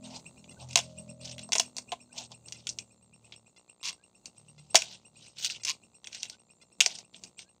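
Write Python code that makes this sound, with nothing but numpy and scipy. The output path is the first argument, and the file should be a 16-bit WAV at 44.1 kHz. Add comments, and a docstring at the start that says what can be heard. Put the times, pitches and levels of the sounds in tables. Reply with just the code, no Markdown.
"""Among leafy shrubs at night, a long blade knocks, scrapes and creaks against a wooden pole.
Blows ring blade and pole, slips of the stuck blade creak, and shaped noise makes cracks and rustling leaves.
Insects chirp with short tones; an engine of wavering tones on multiples of its shaft rate slows down.
A thin electric buzz ticks about sixty times a second; rasps, soft pipes and coloured noise fill the night.
A noise suppressor turns quiet moments down, and the hardest peaks are rounded."""
import sys
import numpy as np
from scipy import signal
from scipy.fft import rfft, irfft
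from scipy.io import wavfile
from scipy.ndimage import uniform_filter1d

SR = 44100
rng = np.random.default_rng(int(sys.argv[2]) if len(sys.argv) > 2 else 0)


def boost(x):
    """Linear amplitude factor 10**(x/20) for a level x in decibels (scalar or array-like)."""
    u = np.asarray(x, float) / 20
    return 10 ** u


def to_wav(s):
    """Save 16-bit WAV."""
    ch = np.atleast_2d(s).T  # columns
    pcm = np.round(np.clip(ch, -1, 1) * 32767)  # PCM
    wavfile.write(sys.argv[1], SR, pcm.astype(np.int16))


N = 335155   # length of the scene in samples

# Levels in the tables are starting levels: the functions add offsets, random spread or filters.
# Blade and wood contacts: start_s, level_db, thump_db and treble_db (re level),
# and for some rows rebound_gap_s, which adds two rebounds
KNOCKS = [(.442, -37.5, -34, -39), (.6879, -40, -25, -6), (.7096, -29, -38, -12), (.7307, -28, -36, -9),
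          (.7569, 2.5, -25, -11, .016), (1.3815, -24, -36, -16.5), (1.3928, -25, -35, -13),
          (1.4898, -45, 9, -2), (1.5212, -11, -25, -10), (1.5299, -9, -26, -12),
          (1.553, -7.5, -21, -13, 0.0046), (1.5822, -20, -15.5, -3), (1.5973, -5, -24, -8),
          (1.7667, -31, -16, 0), (1.7832, -22, -21, -5), (1.9193, -16, -10, -16.5, .007),
          (2.3175, -46.5, -4, 3), (2.484, -34, -30, -6), (2.5232, -23, -51, -7), (2.6697, -15, -53, -12),
          (2.691, -26, -33, 0), (2.7869, -22, -41.5, -7.5), (3.3226, -24, -35.5, -35.5),
          (4.2573, -29, -36, -4), (4.7453, -9, -7, -10), (4.7547, 2.5, -26.5, -10, .007),
          (4.8204, -14, -30, -12), (5.4465, -14, -48, -7), (5.4995, -19, -41, -18.5),
          (5.6346, -28, -49, -7), (5.6492, -17, -59, -6), (6.0433, -29, -39, -13), (6.0717, -23, -33, -12),
          (6.129, -25, -42, -14), (6.1471, -25, -33, -14), (6.231, -14, -40, -11), (6.2541, -27, -33, -18),
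          (6.2983, -33.5, -25.5, -2), (6.8048, 0.5, -33, -13, .004), (6.8609, -11, -19, -7),
          (6.905, -27.5, -36, -18), (6.9863, -32, -30, -4), (7.1444, -35, -25, -21.5),
          (7.237, -31, -47, -6), (7.3914, -26, -31, -13)]
# Ways the pole rings: pitch_hz, level_db, longest_t60_s (time to die by 60 dB)
POLE_MODES = [(405, -12, .05), (1250, -10, .03), (489, -7.5, 0.029), (651, -2.5, 0.072), (705.4, 3, 0.044),
              (825, 0, 0.029), (944.3, -4, 0.04), (1043, 0.5, 0.032)]
# Ways the split surface and blade ring: pitch_hz, level_db, longest_t60_s
BLADE_MODES = [(2120, -9.5, 0.022), (2430, -2.5, 0.0089), (2770, -5, .03), (3390, -2.5, 0.043),
               (3902, -3, .02), (4530, -0.5, 0.06), (5210, -4.5, 0.0087), (5650, -5, 0.053),
               (6026, -3, 0.075), (6710, -1, 0.06), (7500, -13.5, 0.012), (8900, -12.5, 0.0073)]
# Colour of leaves and dry wood: frequency_hz, level_db (per Hz)
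LEAF_COLOUR = [(710, -56), (1200, -32.5), (1460, -13.5), (1660, -18), (2760, -1.5), (4860, 0), (5710, 1),
               (6580, -2.5), (9510, -15), (10400, -31.5), (13500, -33), (15200, -28), (16000, -38.5)]
# Blade slipping in the cut, one list for each creak: time_s, rate_slips_per_s, level_db
CREAKS = [
    [(3.830, 150, -28), (3.86, 260, -24), (3.897, 240, -24), (3.905, 110, -33), (3.94, 60, -37)],
    [(5.660, 120, -26), (5.685, 150, -17), (5.70, 160, -15.5), (5.72, 140, -26)],
]
# Strokes of blade and arm through leaves: start_s, length_s, rustle_db, dull_db (re rustle)
STROKES = [(.003, 0.15, -54, -5), (0.09, 0.13, -44, -6.5), (.56, 0.15, -52.5, -0.5),
           (1.2, .18, -43.5, -17.5), (2.118, 0.16, -42, -10), (2.288, 0.066, -54.5, -1),
           (2.524, 0.14, -57, -36), (3.196, 0.16, -63.5, -7.5), (4.541, 0.31, -64.5, -10.5),
           (5.123, 0.28, -53, -25), (5.346, 0.25, -34, -31), (5.644, 0.079, -33, -33),
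           (6.094, 0.13, -43.5, -26), (6.185, 0.097, -48.5, -20), (6.278, .1, -50.5, -21.5),
           (7.372, 0.089, -49.5, -27)]
# Leaves settling after a blow: start_s, length_s, rustle_db
SHAKES = [(0.683, .13, -48), (0.815, 0.48, -59), (1.377, 0.096, -47.5), (2.47, 0.36, -60.5),
          (4.265, 1, -69), (4.778, 0.18, -40.5), (4.889, 0.17, -49.5), (6.813, 0.25, -39.5),
          (6.98, 0.044, -46.5), (7.127, 0.18, -55.5), (7.234, 0.099, -57.5)]
# Chirps of the near insect, evenly paced between rows: time_s, chirps_so_far
CHIRP_COUNTS = [(.041, 0), (.61, 5), (.712, 6), (.838, 7), (.986, 8), (1.661, 14), (2.128, 18), (2.571, 22),
                (2.805, 24), (3.586, 31), (4.269, 37), (4.707, 41), (5.058, 44), (6.62, 58), (6.94, 61),
                (7.495, 66)]
# Tones of one chirp: multiple, level_db, top_s (from the chirp's time), rise_db_per_ms, fall_db_per_ms
CHIRP_PARTIALS = [(1, 3, -.001, 1.16, 2.5), (2, -3, .004, 1.4, 1.25), (3, 2, .003, 1.17, 2)]
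# Engine: time_s, shaft_hz, level_db (of the favoured multiples), favoured_hz
ENGINE = [(0, 42.1, -48, 247), (.2, 42.0, -59, 155), (.5, 42.0, -58, 174), (.65, 42.0, -50.5, 126),
          (.85, 41.8, -53, 150.6), (1.4, 41.6, -52, 179), (1.55, 41.5, -58, 224), (1.95, 41.0, -64, 240),
          (2.25, 40.1, -60.5, 151), (3.45, 37.6, -66.5, 139), (3.65, 37.3, -83, 200),
          (4.2, 37.0, -72, 168.3), (4.56, 37.0, -66, 160), (4.85, 37.2, -65.5, 145), (6.0, 37.4, -71, 157),
          (7.6, 37.5, -72.5, 190)]
# Engine tones that follow the favoured pitch: multiple, level_db
ENGINE_MULTIPLES = [(2, -0.5), (3, 1), (4, -5.5), (5, -1), (6, 0.5), (7, -17)]
# Engine tones near the exhaust pipe's pitch: multiple, level_db (re the engine)
EXHAUST_MULTIPLES = [(13, -21), (14, -16), (15, -15)]
# Engine booming on one pitch for a while: start_s, end_s, level_db, pitch_hz
BOOMS = [(.84, 1.42, -57, 615), (4.4, 4.7, -57, 148)]
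# Runs of the buzz, with a skip between runs: first_tick_s, level_db
BUZZ_RUNS = [(.01048, -44), (1.75945, -46.5), (6.79591, -46.5)]
# Far piping notes: start_s, length_s, starting_pitch_hz, level_db
PIPES = [(0.565, 0.02, 1467, -54), (2.093, 0.021, 1480, -62), (3.977, 0.055, 1490, -65.5),
         (6.32, 0.042, 1410, -61.5), (7.447, 0.052, 1520, -68)]
# Distant crickets: pitch_hz, level_db
CHORUS = [(4200, -70), (6000, -71.5), (6800, -68), (8100, -75)]
# Colour of the night noise: frequency_hz, level_db (per Hz)
NIGHT_COLOUR = [(18, -38), (30, -12), (60, 0), (165, 7.5), (311, 1.5), (866, -6.5), (2230, -33), (2750, -8),
                (3060, -31), (4080, -13), (5040, -22.5), (5450, -22.5), (6380, -10), (8080, -6),
                (10200, -30), (13300, -36), (14800, -25), (16000, -29)]
# Shared swell of insects and night noise: time_s, level_db
SURROUNDINGS = [(0, 4), (1.4, 4.5), (2.8, 0.5), (4.1, -1), (5.3, -1), (7.6, -2)]

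# Blows: each rebound bites less while its thump loses less
REBOUND_LOSS_DB, REBOUND_THUMP_GAIN_DB = 8, 4
RING_DB, THUMP_DB, CRACK_DB, TAIL_DB = -14.5, -7, -14, -26   # offsets to a blow's level
CRACK_T60_S, TAIL_T60_S = 0.028, 0.11
AIR_DB, AIR_FOLLOWS = 9.5, .9   # top octave of a crack, and how steeply it follows the treble
# Leaves: harder rustles are brighter above 11.5 kHz, unchanged at AIR_EVEN_DB
AIR_BEND, AIR_EVEN_DB = 1.6, -46
STROKE_RISE_SHARE = .45   # part of a stroke's length spent rising
SHAKE_RISE_S, SHAKE_DULL_DB = 0.014, -16.5
# Near insect: the pitch glides up from low to high; times are from the chirp's time
CHIRP_DB, CHIRP_LOW_HZ, CHIRP_HIGH_HZ = -57, 2460, 2768.5
GLIDE_AT_S, GLIDE_S = -0.0044, 0.0022
# Engine
FALL_DB_PER_OCTAVE = 10.5   # away from the favoured pitch
WAVER_DB, WAVER_RAD, WAVER_RATE_HZ = 3.0, .07, 4   # angle is multiplied by the tone's multiple
BOOM_EDGE_S, BOOM_FALL_DB_PER_OCTAVE, BOOM_SAG_DB_PER_S = .08, 60, 7.0
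# Background
BUZZ_HZ = 59.8875
RASP_FIRST_S, RASP_EVERY_S, RASP_DB = .512, 1.0172, -31
NIGHT_DB, NIGHT_SWAY_DB = -65.5, 2.5   # before the shared swell
PEAK_CEILING = .9   # rounded peaks stay below this, before the top is cut


def rms_one(x):
    """Scale a sound to an average strength (rms) of 1."""
    return x / np.sqrt(np.mean(x ** 2) + 1e-20)


def in_time(rows):
    """Draw straight lines between table rows: one curve for each column after the time."""
    time_s, *columns = np.transpose(rows)
    return [np.interp(np.arange(N) / SR, time_s, column) for column in columns]


def band(x, low_hz, high_hz):
    """Keep mainly the frequencies between two limits."""
    return signal.sosfilt(signal.butter(2, [low_hz, high_hz], "band", fs=SR, output="sos"), x)


def colour(x, spectrum):
    """Filter with the given spectrum, responding as early as possible (minimum phase)."""
    hz, db = np.transpose(spectrum)
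    grid_hz = np.maximum(np.fft.rfftfreq(4096, 1 / SR), 1)
    log_gain = np.interp(np.log(grid_hz), np.log(hz), db) * np.log(10) / 20
    cepstrum = irfft(log_gain)
    # Folding the second half onto the first leaves no response before time zero
    cepstrum[1:2048] *= 2
    cepstrum[2049:] = 0
    response = irfft(np.exp(rfft(cepstrum)))
    return signal.fftconvolve(x, response)[:N]


def drift(rate_hz):
    """Random wandering with spread 1, computed every 40 samples and joined by lines."""
    r = np.exp(-80 * np.pi * rate_hz / SR)
    noise = rng.standard_normal(N // 40 + 2002)
    slow = signal.lfilter([1], [1, -2 * r, r * r], noise)[2000:]
    return np.interp(np.arange(N) / 40, np.arange(len(slow)), rms_one(slow))


def spikes(times_s, sizes):
    """Put one-sample clicks of the given sizes at the given times."""
    out = np.full(N, 1e-18)
    at = np.round(np.asarray(times_s) * SR).astype(int)
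    inside = at < N
    np.add.at(out, at[inside], np.broadcast_to(sizes, at.shape)[inside])
    return out


def dying(clicks, t60_s):
    """Let each click fade smoothly, losing 60 dB in t60_s."""
    return signal.lfilter([1], [1, -boost(-60 / (t60_s * SR))], clicks)


def ring(clicks, hz, t60_s):
    """Let each click start a fading tone, like a small bell."""
    r = boost(-60 / (t60_s * SR))
    w = 2 * np.pi * hz / SR
    return signal.lfilter([0, np.sin(w)], [1, -2 * r * np.cos(w), r * r], clicks)


def strike(modes, times_s, db, spread_db):
    """Every contact rings all modes, each with its own random strength and sign; db is (contact, mode)."""
    luck = rng.standard_normal((len(times_s), len(modes), 2))
    out = 0
    for k, (hz, level_db, t60_s) in enumerate(modes):
        strength = boost(db[:, k] + level_db + spread_db * luck[:, k, 0])
        clicks = spikes(times_s, strength * np.sign(luck[:, k, 1]))
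        out = out + ring(clicks, hz, min(t60_s, 70 / hz))   # at most 70 / hz seconds
    return out


def contact(x):
    """A contact of finite length carries little below the surface modes or above the blade's."""
    return band(band(x, 1700, 13000), 1400, 13000)


def splinters():
    """Uneven tearing noise with the colour of leaves and dry wood; rms 1."""
    return rms_one(colour(rng.standard_normal(N) * boost(3.7 * drift(480)), LEAF_COLOUR))


def patches(x, patchy_db, rate_hz, count):
    """Neighbouring treble bands flicker on their own, as leaves of many sizes take turns."""
    edges_hz = np.geomspace(900, 16500, count + 1)
    out = 0
    for k, (low_hz, high_hz) in enumerate(zip(edges_hz, edges_hz[1:])):
        # Alternating signs let neighbouring bands join without cancelling at their edges
        out = out + boost(patchy_db * drift(rate_hz)) * band(x, low_hz, high_hz) * (-1) ** k
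    return out


def foliage(x, t60_s, db):
    """Scattered echoes from leaves and trunks: a sparse dying tail added to the sound."""
    t = np.arange(round(t60_s * SR)) / SR
    chosen = rng.standard_normal(len(t)) * (rng.random(len(t)) < .02)
    tail = chosen * boost(-60 * t / t60_s) * (t > .006)
    return x + boost(db) * signal.fftconvolve(x, tail / np.sqrt(np.sum(tail ** 2)))[:N]


def knocks():
    """Blows ring the blade, thump the pole and splinter wood with a crack and a longer leafy tail."""
    blows = []
    for start_s, level_db, thump_db, treble_db, *gap_s in KNOCKS:
        for k in range(1 + 2 * len(gap_s)):   # the blow and any rebounds
            blows.append((start_s + k * sum(gap_s), level_db - k * REBOUND_LOSS_DB,
                          thump_db + k * REBOUND_THUMP_GAIN_DB, treble_db))
    s, db, thump_db, treble_db = np.transpose(blows)

    high = np.array(BLADE_MODES)[:, 0] > 4200   # only these modes follow the treble level
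    blade_db = db[:, None] + RING_DB + high * (treble_db[:, None] + 12.5)
    blade = strike(BLADE_MODES, s, blade_db, spread_db=2.5)
    pole_db = (db + thump_db)[:, None] + THUMP_DB + np.zeros(len(POLE_MODES))
    pole = strike(POLE_MODES, s + 0.0011, pole_db, spread_db=3.0)   # answers 1.1 ms later
    out = contact(blade) + band(pole, 300, 1800)

    tearing = patches(splinters(), patchy_db=3.5, rate_hz=87.0, count=6)
    air_db = db + AIR_FOLLOWS * treble_db + AIR_DB
    crack_bands = ((db, 1100, 4200), (db + treble_db + 10.5, 4200, 11500), (air_db, 11500, 16500))
    for level_db, low_hz, high_hz in crack_bands:
        clicks = spikes(s, boost(level_db))
        fading = boost(CRACK_DB) * dying(clicks, CRACK_T60_S) + boost(TAIL_DB) * dying(clicks, TAIL_T60_S)
        bite = signal.lfilter([.08], [1, -.92], fading)   # the edge bites in .3 ms
        out += bite * band(tearing, low_hz, high_hz)
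    return out


def creaks():
    """Stick and slip: nearly even slips tear fibres and ring the blade and, weaker, the pole."""
    out, tears = 0, 0
    for rows in CREAKS:
        s, per_s, db = np.transpose(rows)
        fine_s = np.arange(s[0], s[-1], 1 / SR)
        turns = np.cumsum(np.interp(fine_s, s, per_s)) / SR
        slips_s = fine_s[np.diff(np.floor(turns), prepend=-1) > 0]   # one slip for each whole turn
        level_db = np.interp(slips_s, s, db)[:, None]
        blade = strike(BLADE_MODES, slips_s, level_db - 15 + np.zeros(len(BLADE_MODES)), spread_db=5.0)
        pole = strike(POLE_MODES[-2:], slips_s, level_db - 25.0 + np.zeros(2), spread_db=-5.0)
        out = out + contact(blade) + band(pole, 1014, 1700)
        tears = tears + spikes(slips_s, boost(level_db[:, 0] - 10.5))
    return out + dying(tears, 0.022) * band(splinters(), 1460, 9000)


def rustle():
    """Strokes swell, shakes start fast: uneven grains, bright from the leaves and dull from the wood."""
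    t, bright, low = np.arange(N) / SR, np.zeros(N), np.zeros(N)
    moves = [(s, STROKE_RISE_SHARE * length, length, db, dull_db, 1.28)
             for s, length, db, dull_db in STROKES]
    moves += [(s, SHAKE_RISE_S, length, db, SHAKE_DULL_DB, 1.6) for s, length, db in SHAKES]
    for start, rise, length, db, dull_db, bend in moves:
        span = slice(max(round(start * SR), 0), round((start + length) * SR))
        shape = np.interp(t[span], [start, start + rise, start + length], [0, 1, 0])
        swell = boost(db) * shape ** bend
        bright[span] += swell
        low[span] += boost(dull_db) * swell

    born = rng.random(N) < 1200 * boost(7 * drift(40)) / SR   # chance of a grain in each sample
    sizes = boost(4.0 * np.minimum(rng.exponential(1, N), 3))
    grains = rms_one(born * sizes * rng.choice([-1, 1], N))
    grains = grains + .5 * rng.standard_normal(N)
    leaves = rms_one(patches(colour(grains, LEAF_COLOUR), patchy_db=4.0, rate_hz=20.0, count=12))
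    dull = rms_one(band(band(rng.standard_normal(N), 600, 920), 550, 1200))
    air = bright * (bright / boost(AIR_EVEN_DB)) ** (AIR_BEND - 1)
    return bright * band(leaves, 500, 11500) + air * band(leaves, 11500, 16500) + low * dull


def near_insect():
    """A rising chirp of three related tones, a little different each time, with leafy echoes."""
    out, t = np.zeros(N + SR), np.arange(-.03, .03, 1 / SR)
    s, count = np.transpose(CHIRP_COUNTS)
    times_s = np.interp(np.arange(count[-1] + 1), count, s)
    glide = (1 + np.tanh((t - GLIDE_AT_S) / GLIDE_S)) / 2
    hz = CHIRP_LOW_HZ + (CHIRP_HIGH_HZ - CHIRP_LOW_HZ) * glide
    edge = np.clip((.02 - np.abs(t)) / .005, 0, 1)   # the wing starts and stops
    for chirp_s, luck in zip(times_s, rng.standard_normal((len(times_s), 4))):
        turn = 2 * np.pi * np.cumsum(hz * (1 + 0.0074 * luck[0])) / SR
        note = 0
        for i, (k, db, top, rise, fall) in enumerate(CHIRP_PARTIALS):
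            slope_db = 1000 * np.minimum(rise * (t - top), fall * (top - t))   # per ms to per s
            note = note + boost(db + slope_db + 2.2 * luck[1 + i]) * np.sin(round(k) * turn)
        at = round((chirp_s + t[0]) * SR)
        out[at:at + len(t)] += boost(CHIRP_DB) * edge * note
    out = out[:N] * boost(4.0 * drift(150))   # the wing trembles, which blurs the tones
    # The treble is added once more, with stronger echoes
    return foliage(out, 0.12, -8.5) + foliage(band(out, 6500, 11000), .16, 3.0)


def engine():
    """Rough, wavering multiples of the shaft rate; a boom lifts those near its pitch."""
    hz, level_db, favoured_hz = in_time(ENGINE)
    t, turn, out = np.arange(N) / SR, 2 * np.pi * np.cumsum(hz) / SR, 0
    gains = []
    for k, db in ENGINE_MULTIPLES:
        octaves_away = np.abs(np.log2(k * hz / favoured_hz))
        gains.append((k, boost(db + level_db - FALL_DB_PER_OCTAVE * octaves_away)))
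    gains += [(k, boost(db + level_db)) for k, db in EXHAUST_MULTIPLES]
    for k, gain in gains:
        for start, end, db, boom_hz in BOOMS:
            load = np.clip(np.minimum(t - start, end - t) / BOOM_EDGE_S + .5, 0, 1)
            sag_db = BOOM_SAG_DB_PER_S * (t - start) * (load > 0)
            octaves_away = abs(np.log2(k * hz[round(start * SR)] / boom_hz))
            gain = gain + load * boost(db - sag_db - BOOM_FALL_DB_PER_OCTAVE * octaves_away)
        phase = k * (turn + WAVER_RAD * drift(WAVER_RATE_HZ)) + rng.uniform(0, 2 * np.pi)
        waver = boost(WAVER_DB * drift(WAVER_RATE_HZ))
        out = out + np.sqrt(2) * gain * waver * np.sin(phase)
    return out


def buzz():
    """A short downward step and back, sharp at both edges, at a steady beat."""
    ends_s = [s for s, db in BUZZ_RUNS[1:]] + [N / SR]
    ticks = 0
    for (s, db), end_s in zip(BUZZ_RUNS, ends_s):
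        ticks = ticks + spikes(np.arange(s, end_s - .004, 1 / BUZZ_HZ), -boost(db))
    step = np.convolve(ticks * boost(2.2 * drift(40)), np.ones(16))[:N]   # 16 samples long
    body = boost(-2.0) * band(step, 250, 1800)
    return body + boost(0.5) * band(step, 1800, 6000) + boost(-14) * band(step, 6900, 7300)


def rasps():
    """At an even pace, a short burst of clicks at 690 a second."""
    pulses = 0
    for s in np.arange(RASP_FIRST_S, N / SR, RASP_EVERY_S):
        pulses = pulses + spikes(s + np.arange(0, .016, 1 / 690), boost(RASP_DB))
    return band(band(pulses, 1700, 6400), 1360, 7400)


def far_pipes():
    """Soft piping notes that swell, fade and glide upward."""
    out, t = np.zeros(N), np.arange(N) / SR
    for s, length, hz, db in PIPES:
        since, at = t[:round(length * SR)], round(s * SR)
        swell = np.sin(np.pi * since / length)
        out[at:at + len(since)] += boost(db) * swell * np.sin(2 * np.pi * hz * since * (1 + 1.3 * since))
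    return out


def far_cricket():
    """Pure pulses near 7.3 kHz, some ten a second, swelling and fading."""
    beat = np.cumsum(9.9 * (1 + 0.074 * drift(2.3))) / SR
    pulse = np.clip(np.sin(2 * np.pi * beat) + 0.16, 0, 1)
    tone = np.sin(2 * np.pi * np.cumsum(7290 * (1 + 0.0091 * drift(30))) / SR)
    return boost(-67.5 + 2.7 * drift(1.4)) * pulse * tone


def far_chorus():
    """Distant crickets: short pure pulses at scattered pitches."""
    out = 0
    for hz, db in CHORUS:
        pulses = np.clip(drift(25) - .9, 0, 2)   # only the peaks of the wandering are heard
        tone = np.sin(2 * np.pi * np.cumsum(hz * (1 + 0.0029 * drift(53))) / SR)
        out = out + boost(db) * pulses * tone
    return out


def night_noise():
    """Steady random noise with the colour of the night, swaying a little in level."""
    noise = rms_one(colour(rng.standard_normal(N), NIGHT_COLOUR))
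    return boost(NIGHT_DB + NIGHT_SWAY_DB * drift(4.3)) * noise


def scene():
    """Mix the work on the pole with its surroundings, as one channel."""
    work = foliage(knocks() + creaks(), 0.19, -17) + rustle()
    insects = near_insect() + far_cricket() + far_chorus()
    swell_db, = in_time(SURROUNDINGS)
    surroundings = boost(swell_db) * (insects + night_noise())
    return (work + engine() + buzz() + rasps() + far_pipes() + surroundings)[None]


def band_limit(x):
    """A steep low-pass at the top of the band."""
    return signal.sosfilt(signal.butter(12, 16810, fs=SR, output="sos"), x)


def record(dry):
    """A noise suppressor lowers the gain when the treble is quiet; peaks are rounded and the top is cut."""
    power = np.abs(uniform_filter1d(band(dry[0], 1800, 6100) ** 2, size=2000))
    active = np.clip((10 * np.log10(power + 1e-12) + 68) / 14, 0, 1)   # 0 quiet, 1 busy
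    r = np.exp(-1 / (0.0062 * SR))   # the gain follows with a 6.2 ms lag
    gain_db = 6.58 * (signal.lfilter([1 - r], [1, -r], active) - 1)
    rounded = PEAK_CEILING * np.tanh(dry * boost(gain_db) / PEAK_CEILING)
    top_cut = signal.cheby2(10, 60, 16800, fs=SR, output="sos")
    return band_limit(signal.sosfilt(top_cut, rounded))


dry = scene()
out = record(dry)
to_wav(out)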